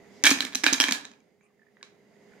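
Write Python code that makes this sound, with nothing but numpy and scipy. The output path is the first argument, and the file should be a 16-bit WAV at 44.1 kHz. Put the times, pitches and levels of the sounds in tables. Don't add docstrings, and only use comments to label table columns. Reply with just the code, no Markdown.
import sys
import numpy as np
from scipy import signal
from scipy.fft import rfft, irfft, next_fast_len
from scipy.io import wavfile
from scipy.ndimage import uniform_filter1d, map_coordinates

SR = 44100
rng = np.random.default_rng(int(sys.argv[2]) if len(sys.argv) > 2 else 0)


def voltage_ratio(level):
    return 10 ** (np.asarray(level, float) / 20)


def master_out(mix):
    frames = np.transpose(np.atleast_2d(mix))
    ceiling = np.clip(frames, -1, 1)
    pcm = np.round(ceiling * 32767).astype(np.int16)
    wavfile.write(sys.argv[1], SR, pcm)


N = 105840
SPAN = 16384
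LEFT_DB = -4
TOP_HZ = 15900


def along(points, hz):
    f, v = np.transpose(points)
    return np.interp(np.log(hz + 1), np.log(f + 1), v)


def unit(x):
    return x / np.sqrt(np.mean(x ** 2) + 1e-20)


def wobble(rate):
    knots = rng.standard_normal(int(N * rate / SR) + 4)
    return map_coordinates(knots, [np.arange(N) * rate / SR])


def causal(gain):
    c = irfft(np.log(np.maximum(gain, 1e-6)))
    half = c.shape[-1] // 2
    c[..., 1:half] *= 2
    c[..., half + 1:] = 0
    return np.exp(rfft(c))


def ring(f, hz, width):
    return 1j * f * width / (hz * hz - f * f + 1j * f * abs(width) + 1e-9)


# (f/Hz, likeness 0 to 1)
ALIKE = [(150, 0.61), (1000, 0.64), (4000, 0.29)]


def rush(gain, patchy_db):
    hz, _, z = signal.stft(rng.standard_normal((2, N)), SR, nperseg=1024)
    field = uniform_filter1d(rng.standard_normal(z.shape[1:]), size=8, axis=0)
    patches = voltage_ratio(patchy_db * unit(uniform_filter1d(field, size=6, axis=1)))
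    turn = np.arccos(np.clip(along(ALIKE, hz), -1, 1)) / 2
    mid_side_gain = gain(hz) * np.array([np.cos(turn), np.sin(turn)])
    z = z * patches * mid_side_gain[..., None]
    mid, side = signal.istft(z, nperseg=1024)[1][:, :N]
    return unit(np.array([mid + side, mid - side]))


# (f/Hz, level/dB per Hz)
RUMBLE_COLOUR = [(15, -63.5), (40, -34.5), (172, -8), (199, -3), (326, -12.5), (405, -6.5), (760, -24.5),
                 (1040, -55), (1760, -120)]


def rumble(gain_db):
    level_db = -57 + gain_db + 0.5 * wobble(4.4)
    return voltage_ratio(level_db) * rush(lambda hz: voltage_ratio(along(RUMBLE_COLOUR, hz)), patchy_db=0.0)


# (f/Hz, level/dB rms)
HUM_TONES = [
    (204.6, -62.5),
    (409.1, -59),
    (511, -70),
]


def hum(gain_db):
    t = np.arange(N) / SR
    total = 0
    for hz, db in HUM_TONES:
        level = voltage_ratio(db + gain_db + 0.82 * wobble(9))
        total = total + level * np.sin(2 * np.pi * hz * t + 0.21 * wobble(6.5))
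    return total


# (f/Hz, level/dB per Hz)
HISS_COLOUR = [(380, -29.5), (650, -2.5), (1200, -16), (2000, -11.5), (2350, -16), (3830, -22),
               (15000, -38.5), (16500, -45)]
# (f/Hz, width/Hz, level/dB)
DUCT_HUMPS = [(2050, 200, 6.5), (4900, 300, 7), (6650, 750, 8)]


def hiss(gain_db):
    def colour(hz):
        humps_db = sum(g * np.exp(-((hz - c) / w) ** 2) for c, w, g in DUCT_HUMPS)
        return voltage_ratio(along(HISS_COLOUR, hz) + humps_db)

    return voltage_ratio(-60 + 1.2 * gain_db) * rush(colour, patchy_db=-0.7)


# (t/s, level/dB)
RECORDER_GAIN = [(0, -1), (.2, 1), (.3, 2.5), (1.0, -3), (1.15, -8), (1.4, -13.5), (1.69, -11.5),
                 (1.88, -7.5), (2.09, -6.5), (2.22, -3.5), (2.4, -1.5)]


def background():
    gain_db = np.interp(np.arange(N) / SR, *np.transpose(RECORDER_GAIN))
    appliance = rumble(gain_db) + hum(gain_db) + hiss(gain_db)
    return appliance * voltage_ratio([[LEFT_DB / 2], [-LEFT_DB / 2]])


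# (start t/s, length t/s, level/dB, centre f/Hz, width/octaves)
SLIDES = [
    (0.09, 0.2, -64, 5000, .6),
    (1.4, 0.09, -80, 6600, .15),
    (1.425, 0.07, -79, 8600, .3),
    (1.41, 0.13, -74, 1150, .12),
    (1.405, 0.11, -75, 2500, .2),
]


def fingers():
    t = np.arange(N) / SR
    total = 0
    for start, length, db, hz, wide in SLIDES:
        swell = np.sin(np.pi * np.clip((t - start) / length, 0, 1) ** 0.67) ** 2
        swish = rush(lambda f: np.exp(-(np.log2((f + 1) / hz) / wide) ** 2), patchy_db=2.5)
        total = total + voltage_ratio(db + wobble(60)) * swell * swish
    return total


# (f/Hz, time to fall by 60 dB t/s)
ROOM_DECAY = [(300, 0.68), (2000, 0.31), (6000, 0.26), (14000, 0.17)]


def kitchen():
    gap_s, level_db = .006, -5.5
    hz, t, z = signal.stft(rng.standard_normal((2, SPAN)), SR, nperseg=256)
    decay = voltage_ratio(-60 * t / along(ROOM_DECAY, hz)[:, None])
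    tail = signal.istft(z * decay, SR, nperseg=256)[1][:, :SPAN]
    tail = tail * (1 - np.exp(-np.arange(SPAN) / SR / gap_s))
    return voltage_ratio(level_db) * tail / np.linalg.norm(tail[0])


def low_cut(f):
    return (1j * f / (110 + 1j * f)) ** 3


def thump(db, hz):
    push_s, width_hz, room_share = 0.0013, 29, 0.27
    f = np.fft.rfftfreq(2 * SPAN, 1 / SR)
    push = np.exp(-(f * push_s) ** 2 - 2j * np.pi * f * push_s) * SR / (2 * np.pi * width_hz)
    room = 1 + room_share * rfft(kitchen()[0], 2 * SPAN)
    air = push * ring(f, hz, width_hz) * room
    level = voltage_ratio(db + 4 + LEFT_DB * np.array([[.4], [-.4]]))
    return level * irfft(low_cut(f) * air)[:SPAN]


def chatter(fade):
    burst = rng.standard_normal((3, len(fade)))
    for _ in range(4):
        z = rfft(burst * fade)
        burst = irfft(z / (np.abs(z) + 1e-9)) / (fade + .2)
    return unit(burst * fade) * np.sqrt(np.mean(fade ** 2))


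def contact_force(f, fade):
    rebounds_per_s, rebound_db, rebound_t60_s, spread_db = 500, -21, .12, 3
    t = np.arange(SPAN) / SR
    chance, luck = rng.random((2, SPAN))
    hits = np.clip((rebounds_per_s / SR - chance) * 200, 0, 1)
    ticks = hits * voltage_ratio(-spread_db * np.log(luck + .02) - 60 * t / rebound_t60_s)
    tick_swell = signal.fftconvolve(ticks, fade[::3])[:SPAN]
    rebounds = voltage_ratio(rebound_db) * tick_swell * rng.standard_normal((3, SPAN))
    force = rfft(chatter(fade), 2 * SPAN) + rfft(rebounds, 2 * SPAN)
    apart = .35 * f ** 2 / (f ** 2 + 2500 ** 2)
    return np.sqrt(1 - apart) * force[0] + np.sqrt(apart) * force[1:]


# (f/Hz, width/Hz, level/dB)
WALL_MODES = [(860, 150, -14), (1607, 190, -2), (1680, 79, 2.5), (1760, 50, 2), (2310, 70, 1),
              (2444, 70, 0), (3030, 550, -15.5), (3207, 68, -1), (3900, 230, -3.5), (4850, 240, -7.5),
              (5580, 460, -8), (6300, 270, -5.5), (7070, 400, -8.5)]
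# (f/Hz, level/dB)
SNAP_COLOUR = [(180, -22.5), (300, -22), (671, -12), (1690, -6.5), (2360, -5), (7020, -12), (15200, -22),
               (16500, -46.5)]


def bottle_wall(f, bright, spot_db, top_hz):
    each_hit_db = 2.5 * rng.standard_normal(len(WALL_MODES))
    each_ear_db = 2 * rng.standard_normal((2, len(WALL_MODES)))
    scatter = each_hit_db + each_ear_db
    modes = 0
    for k, (hz, width, db) in enumerate(WALL_MODES):
        modes = modes + (-1) ** k * voltage_ratio(db + scatter[:, k, None]) * ring(f, hz, width)
    snap = voltage_ratio(along(SNAP_COLOUR, f) + 1.5 + .7 * min(bright, 0))
    tilt_top_hz = 7000 if bright > 0 else TOP_HZ
    colour_db = spot_db + bright * np.log2(np.clip(f, 1500, tilt_top_hz) / 2500)
    softness = np.hypot(1, (f / top_hz) ** 3)
    return causal(np.hypot(np.abs(modes), snap) * voltage_ratio(colour_db) / softness)


def placed(f):
    side = np.array([[.5], [-.5]])
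    lead_db = LEFT_DB + .8 * rng.normal() + 4 / (1 + (7500 / (f + 1)) ** 8)
    lag_s = .00005
    return voltage_ratio(lead_db * side + 4.0) * np.exp(-2j * np.pi * f * lag_s * (side + .5))


def knock(db, bright, spots, top_hz):
    contact_s, rise_s = 0.003, .00012
    t, f = np.arange(SPAN) / SR, np.fft.rfftfreq(2 * SPAN, 1 / SR)
    fade = (np.exp(-(t / contact_s) ** 2) * (1 - np.exp(-t / rise_s)))[:256]
    force = contact_force(f, fade)
    spot_db = sum(10 * np.exp(-(np.log2((f + 1) / hz) / .12) ** 2) for hz in spots)
    wall = bottle_wall(f, bright, spot_db, top_hz)
    wall = wall / np.abs(irfft(wall * force)[:, :220]).max()
    room_colour = causal(voltage_ratio((0.37 - 1) * spot_db))
    far = rfft(kitchen(), 2 * SPAN) * np.linalg.norm(fade) * room_colour
    return voltage_ratio(db) * irfft(low_cut(f) * placed(f) * wall * (force + far))[:, :SPAN]


# (t/s, peak level/dB, brightness/dB per octave, first spot f/Hz, second spot f/Hz)
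SHAKE_ONE = [(.2381, -4, 3.5, 2000, 5996), (.2412, -9, 0, 1700, 3240), (.2452, -6.5, -1.5, 1680, 3310),
             (.252, -6, 1.5, 2300, 3600), (.2553, -4.5, 2, 1650, 6200), (.2601, -9, 0, 2400, 3165),
             (.2656, -0.5, 1.5, 1600, 2297), (.2697, -5, 0.5, 2290, 3280), (.2735, -5, 2, 2380, 1700),
             (.2787, -12, 2, 2310, 6114), (.2927, -14.5, -1, 2370, 3270), (.3049, -8.5, 6, 4820, 6522),
             (.311, -8.5, 1, 1100, 2300), (.3135, -9, 1.5, 2400, 1406), (.3205, -14.5, 3, 1770, 4160),
             (.374, -25, 2.5, 1730, 2398), (.3869, -21.5, 0.5, 1900, 2400), (.4053, -10, 0.5, 3200, 4100),
             (.4199, -22, 1.5, 1690, 3850), (.4248, -23, 0.5, 1680, 2400), (.4502, -17.5, 3.5, 2220, 3484),
             (.4672, -30, -2, 1950, 2400), (.5229, -33, -1, 2370, 1004), (.5305, -30.5, -1, 2060, 3500),
             (.5364, -31, -3, 1710, 3900), (.5487, -16.5, 3, 2470, 6220), (.554, -11, 3, 4100, 5980)]
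# (t/s, peak level/dB, brightness/dB per octave, first spot f/Hz, second spot f/Hz)
SHAKE_TWO = [(0.6363, -13.5, 0.5, 2050, 5000), (0.6398, -6, -2, 2120, 5800), (0.6643, 0, -1.5, 1522, 2860),
             (0.6717, -12.5, -1, 2500, 1700), (.6781, -17, 1.5, 2570, 3470), (0.683, -15, -4, 1760, 2480),
             (0.697, -29.5, -2.5, 2700, 1731), (0.7103, -27.5, -1.5, 1710, 2611),
             (0.7283, -9.5, 5.5, 5900, 6965), (0.7324, -5.5, 3.5, 5000, 6200),
             (0.7392, -13, 0.5, 3890, 7010), (.7453, -17, -1.5, 1740, 3890), (0.7824, -24.5, 0, 2380, 4000),
             (0.801, 0, 1, 5450, 3210), (0.8093, -8.5, 0.5, 5500, 3190), (0.8175, -12.5, 0.5, 1700, 5500),
             (.8281, -18, -1, 1790, 3300), (.839, -7.5, -1, 1680, 3200), (0.8465, -19, -1, 2400, 1700),
             (.875, -22, 0, 2400, 1000), (0.884, -14, -1.5, 1786, 2070), (.8893, -16.5, -2, 2370, 1000),
             (.9096, -13, 1, 1000, 6850), (.9222, -9.5, 2, 3790, 4330), (.94, -26, -0.5, 3300, 4210),
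             (0.9477, -30, 2, 3850, 4077), (1.0104, -35.5, 4.5, 1740, 4010)]
# (t/s, peak level/dB, brightness/dB per octave, first spot f/Hz, second spot f/Hz)
SETTLE = [(.225, -45, 1, 2250, 6500), (1.0464, -39, -3, 1700, 4060), (1.0514, -30, 1, 3760, 6700),
          (1.1149, -45, -1, 600, 7000), (1.1359, -51, -3, 900, 2470), (1.2033, -58, -2, 2340, 6500),
          (1.4086, -58, -11, 2360, 2000), (1.503, -67, -19, 1150, 1100), (1.5933, -62, -16, 1800, 1900),
          (1.6168, -59, -16, 1740, 1900), (1.629, -65, -16, 1850, 1900), (1.666, -59, -16, 1850, 1900),
          (1.6835, -63, -19, 1862, 1900), (1.7685, -51, -14, 1780, 2000), (1.8105, -53, -12, 1730, 3000),
          (1.8281, -32, -1, 1100, 4100), (2.3197, -54, -12, 1690, 2000), (2.3352, -51, -12, 1450, 2200)]
# (t/s, peak level/dB, pitch f/Hz)
THUMPS = [(0.239, -23, 286.5), (0.265, -24.5, 284), (0.292, -26, 285), (0.313, -16.5, 267.4),
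          (0.372, -34.5, 254), (0.405, -40, 276.5), (0.436, -32, 278), (0.451, -36, 263),
          (0.508, -48.5, 263), (0.554, -31.5, 259.4), (0.636, -25.5, 308), (0.665, -24.5, 277.5),
          (0.724, -22.5, 270.7), (0.734, -29, 244), (0.801, -24.5, 267.3), (0.84, -31.5, 293),
          (0.885, -26, 266), (0.91, -29.5, 240), (0.95, -43, 268), (0.98, -50, 254), (1.01, -53, 259),
          (1.056, -60, 231), (1.111, -50, 250)]


def bottle():
    out = np.zeros((2, N + 2 * SPAN))
    for s, db, bright, *spots in [*SHAKE_ONE, *SHAKE_TWO]:
        out[:, round(s * SR):][:, :SPAN] += knock(db - 3, bright, spots, TOP_HZ)
    for s, db, bright, *spots in SETTLE:
        out[:, round(s * SR):][:, :SPAN] += knock(db, bright, spots, top_hz=8500)
    for s, db, hz in THUMPS:
        out[:, round(s * SR):][:, :SPAN] += thump(db, hz)
    return out[:, :N]


def scene():
    preamp_hiss = voltage_ratio(-85.5) * rng.standard_normal((2, N))
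    return background() + fingers() + bottle() + preamp_hiss


def band_limit(x):
    return signal.sosfilt(signal.butter(12, 16820, fs=SR, output="sos"), x)


def record(dry):
    m = next_fast_len(N + SPAN)
    top = 1 / (1 + (np.fft.rfftfreq(m, 1 / SR) / TOP_HZ) ** 80)
    mix = irfft(rfft(np.tanh(dry), m) * top, m)[:, :N]
    return band_limit(mix)


dry = scene()
out = record(dry)
master_out(out)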